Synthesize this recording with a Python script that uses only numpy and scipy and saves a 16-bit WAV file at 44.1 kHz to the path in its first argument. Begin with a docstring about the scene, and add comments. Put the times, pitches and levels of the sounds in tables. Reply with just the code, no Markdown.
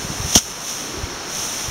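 """Wind hisses over an open field and buffets the microphone while a sheaf of rice swishes down.
It crashes onto a heap of grain: stalks crackle and snap, and the heap takes the load with a dull thud.
The dry stalks go on rustling as the sheaf is shaken and turned over, under a faint hollow note of wind.
The small microphone rings near 6 kHz, and its gain control ducks after the blow."""
import sys
import numpy as np
from scipy import signal
from scipy.fft import rfft, irfft
from scipy.io import wavfile

SR = 44100
rng = np.random.default_rng(int(sys.argv[2]) if len(sys.argv) > 2 else 0)


def master_out(mix):
    """Clip the mix to full scale and print it as 16-bit PCM to the path in sys.argv[1]."""
    frames = np.transpose(np.atleast_2d(mix))
    ceiling = np.clip(frames, -1, 1)
    pcm = np.round(ceiling * 32767).astype(np.int16)
    wavfile.write(sys.argv[1], SR, pcm)


N = 74970
TIME_S = np.arange(N) / SR


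def from_db(db):
    return 10 ** (np.asarray(db) / 20)


def unit_rms(x):
    return x / np.sqrt(np.mean(x ** 2) + 1e-20)


def level(rows):
    """Gain over time from (time_s, level_db) points."""
    return from_db(np.interp(TIME_S, *np.transpose(rows)))


def coloured(noise, spectrum):
    """Gives a steady noise a spectrum, at an rms of 1."""
    hz, db = np.transpose(spectrum)
    bins_hz = np.maximum(np.fft.rfftfreq(N, 1 / SR), 1)
    gain = from_db(np.interp(np.log(bins_hz), np.log(hz), db))
    return unit_rms(irfft(rfft(noise) * gain, N))


def clicks(per_s, spread_db):
    """Tiny random contacts of uneven size and either sign."""
    hits = rng.random(N) < per_s / SR
    size = from_db(spread_db * np.minimum(rng.exponential(1, N), 4))
    return hits * size * rng.choice([-1, 1], N)


def burst(start_s, attack_s, hold_s, fall_db_per_s):
    """Envelope with a quick rise, a hold and a steady fall."""
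    age = TIME_S - start_s
    rise = np.clip(age / attack_s, 0, 1)
    return rise * from_db(-fall_db_per_s * np.maximum(age - attack_s - hold_s, 0))


def smooth(x, lag_s):
    """One-pole low-pass."""
    pole = np.exp(-1 / (lag_s * SR))
    return signal.lfilter([1 - pole], [1, -pole], x)


def puffs(rows):
    """Smooth pressure bumps with a dip on either side; polarity 1 pushes, -1 pulls."""
    pressure = np.zeros(N)
    for time_s, peak_db, pitch_hz, polarity in rows:
        spread = (np.pi * pitch_hz * (TIME_S - time_s)) ** 2
        pressure += polarity * from_db(peak_db) * (1 - 2 * spread) * np.exp(-spread)
    return pressure


def bell(x, hz, db, q):
    """Peak or dip filter."""
    gain, angle = np.sqrt(from_db(db)), 2 * np.pi * hz / SR
    width, centre = np.sin(angle) / (2 * q), -2 * np.cos(angle)
    zeros = [1 + width * gain, centre, 1 - width * gain]
    poles = [1 + width / gain, centre, 1 - width / gain]
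    return signal.lfilter(zeros, poles, x)


# Wind out over the field: time_s, level_db
WIND_LEVEL = [(0, -31.5), (.3, -31.5), (.55, -34.5), (.8, -33), (1.0, -32), (1.3, -31.5), (1.7, -31)]
# Colour of its hiss: frequency_hz, relative_db
WIND_SPECTRUM = [(25, -5.5), (70, -6), (150, 2.5), (280, 1), (500, 0.5), (1200, 0.5), (2200, -4.5),
                 (4000, -8.5), (6000, -10), (9000, -19), (15500, -25.5)]
def field_wind():
    """Air moving over open ground makes a smooth, broad hiss."""
    return level(WIND_LEVEL) * coloured(rng.standard_normal(N), WIND_SPECTRUM)


# A faint hollow note in the background wind: time_s, level_db, pitch_hz
HOLLOW_NOTE = [(.6, -64, 250), (0.781, -43, 263.3), (.92, -37.5, 284.3), (0.961, -32.5, 369),
               (1.001, -42.5, 333.5), (1.12, -40, 312.9), (1.2, -53, 300.9), (1.289, -36, 339.4),
               (1.4, -63, 330)]
def hollow_wind(width_hz=93):
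    """A narrow band of wind noise whose centre wanders."""
    time_s, level_db, pitch_hz = np.transpose(HOLLOW_NOTE)
    phase = 2 * np.pi * np.cumsum(np.interp(TIME_S, time_s, pitch_hz)) / SR
    lag_s = 1 / (2 * np.pi * width_hz)
    drift = smooth(smooth(rng.standard_normal((2, N)), lag_s), lag_s)
    band = drift[0] * np.cos(phase) + drift[1] * np.sin(phase)
    return from_db(np.interp(TIME_S, time_s, level_db)) * unit_rms(band)


# Wind rumble right on the microphone: time_s, level_db
RUMBLE_LEVEL = [(0, -37.5), (.12, -35.5), (.17, -38.5), (.23, -34), (.32, -42), (.42, -36), (.49, -38),
                (.56, -54), (.88, -63), (.98, -29), (1.05, -45), (1.13, -41), (1.22, -55), (1.42, -41),
                (1.55, -54), (1.7, -35)]
# Colour of the rumble: frequency_hz, relative_db
RUMBLE_SPECTRUM = [(20, -35), (50, -10), (110, -13.5), (200, -22.5), (400, -15), (1200, -57)]
# Single eddies hitting the microphone port: time_s, peak_db, pitch_hz, polarity
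PORT_EDDIES = [(.051, -18.5, 126, -1), (.1, -28, 127, 1), (.104, -18.5, 152, -1), (.119, -24, 170, -1),
               (.2045, -16, 95, 1), (.219, -24, 64.4, -1), (0.2507, -15.5, 91, 1), (0.2607, -23, 120, -1),
               (1.04, -16, 69.5, 1), (1.687, -21.5, 79.5, 1)]
def wind_buffeting():
    """Gusts rumble on the microphone, and single eddies bump its port."""
    rumble = level(RUMBLE_LEVEL) * coloured(rng.standard_normal(N), RUMBLE_SPECTRUM)
    return rumble + puffs(PORT_EDDIES)


# The sheaf swung, shaken and turned over at the heap: time_s, level_db
RUSTLE_LEVEL = [(0, -38), (.15, -37), (.25, -34.5), (.31, -30), (.40, -25), (.45, -30.5), (.50, -36.5),
                (.54, -40.5), (.61, -39), (.70, -31), (.74, -34), (.82, -35), (1.0, -45), (1.24, -51),
                (1.30, -38.5), (1.35, -33), (1.44, -30), (1.52, -33), (1.6, -32), (1.7, -36.5)]
# Colour of dry straw, rubbing or snapping: frequency_hz, relative_db
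STRAW_SPECTRUM = [(300, -17), (1500, -24.5), (2500, -2), (3400, 0), (4500, -7.5), (6000, 2.5), (9000, -3.5),
                  (12000, -6.5), (15500, -11.5)]
def sheaf_rustle():
    """Dry stalks and grains rub in thousands of small contacts."""
    return level(RUSTLE_LEVEL) * coloured(clicks(per_s=8000, spread_db=1.5), STRAW_SPECTRUM)


# Single stalks breaking in the sheaf: start_s, level_db
STALK_SNAPS = [(0.3276, -22), (0.344, -17), (0.387, -12), (0.389, -11), (0.507, -30), (1.349, -29)]
def stalk_snaps():
    """A few stalks crack on their own, each a very short burst of bright noise."""
    envelope = sum(from_db(level_db) * burst(start_s, attack_s=.0002, hold_s=.0004, fall_db_per_s=7000)
                   for start_s, level_db in STALK_SNAPS)
    return envelope * coloured(rng.standard_normal(N), STRAW_SPECTRUM)


# The heap takes the weight, then gives way: time_s, peak_db, pitch_hz, polarity
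HEAP_PUSHES = [(.3613, -2, 247, 1), (.3695, -1, 86.5, -1)]
# Damped resonances of the heap of grain: pitch_hz, relative_db, t60_s
HEAP_MODES = [(85, -10.5, 0.041), (226, 4, 0.068), (454, -1.5, 0.034), (705, 0.5, 0.071), (894, -4, 0.08)]
def heap_thud(start_s=.3558, rise_s=.004, contact_hz=900, ring_gain_db=-5.5):
    """The heap takes the soft load over a few milliseconds: a low push and a short dead ring."""
    age = np.maximum(TIME_S - start_s, 0)
    ring = np.zeros(N)
    for pitch_hz, relative_db, t60_s in HEAP_MODES:
        envelope = burst(start_s, rise_s, hold_s=0, fall_db_per_s=60 / t60_s)
        ring += from_db(relative_db) * envelope * np.sin(2 * np.pi * pitch_hz * age)
    dull_ring = smooth(ring, 1 / (2 * np.pi * contact_hz))
    return puffs(HEAP_PUSHES) + from_db(ring_gain_db) * dull_ring


# Bunches of stalks landing on the heap: start_s, level_db, hold_s, fall_db_per_s
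BUNCH_LANDINGS = [(0.3255, -28.5, 0.0047, 300), (0.3503, -14, .003, 500), (.353, -8, .005, 600),
                  (0.36, -5.5, 0.0048, 603), (.3742, -3.5, 0.0028, 1150)]
# Colour of their crackle: frequency_hz, relative_db
CRASH_SPECTRUM = [(200, -14), (700, -4.5), (1100, -8), (1450, 0), (1800, -8.5), (2150, -0.5), (2500, -7.5),
                  (3200, 5), (4200, -4), (6000, 2.5), (9000, -6.5), (12000, -11), (15500, -15)]
def sheaf_crash(attack_s=.0015):
    """The sheaf lands bunch after bunch, in dense crackles that add in power."""
    power = sum((from_db(level_db) * burst(start_s, attack_s, hold_s, fall_db_per_s)) ** 2
                for start_s, level_db, hold_s, fall_db_per_s in BUNCH_LANDINGS)
    return np.sqrt(power) * coloured(clicks(per_s=13000, spread_db=2.0), CRASH_SPECTRUM)


def scene():
    """One blow of the sheaf in a windy field, as it reaches a mono microphone."""
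    threshing = sheaf_rustle() + sheaf_crash() + stalk_snaps() + heap_thud()
    wind = field_wind() + wind_buffeting() + hollow_wind()
    return (threshing + wind)[None]


# Resonances and a dip of the small microphone: centre_hz, gain_db, q
MIC_RESONANCES = [(5665, 11, 2), (8510, 4, 8.3), (12800, -3.5, 15)]
# Its narrow nulls: centre_hz, width_hz
MIC_NULLS = [(4830, 590), (7740, 1450), (9650, 51)]
def record(dry, duck_above_db=-9.5, recover_db_per_s=78, ceiling=.88, cutoff_hz=15750):
    """The small microphone colours the sound; its gain control ducks at the blow and recovers."""
    x = dry
    for centre_hz, gain_db, q in MIC_RESONANCES:
        x = bell(x, centre_hz, gain_db, q)
    for centre_hz, width_hz in MIC_NULLS:
        x = signal.lfilter(*signal.iirnotch(centre_hz, centre_hz / width_hz, fs=SR), x)
    sensed_db = 10 * np.log10(smooth(x ** 2, lag_s=.0067) + 1e-12)
    excess_db = np.maximum(sensed_db - duck_above_db, 0)
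    # The gain drops by each peak's excess, then climbs back at a steady rate.
    recovery_db = recover_db_per_s * TIME_S
    duck_db = np.maximum.accumulate(excess_db + recovery_db, axis=-1) - recovery_db
    x = x * from_db(-smooth(duck_db, lag_s=.0013))
    x = x / (1 + (x / ceiling) ** 6) ** (1 / 6)  # rounded overload
    top_cut = signal.ellip(12, .1, 60, cutoff_hz, fs=SR, output="sos")
    return signal.sosfiltfilt(top_cut, x)


dry = scene()
out = record(dry)
master_out(out)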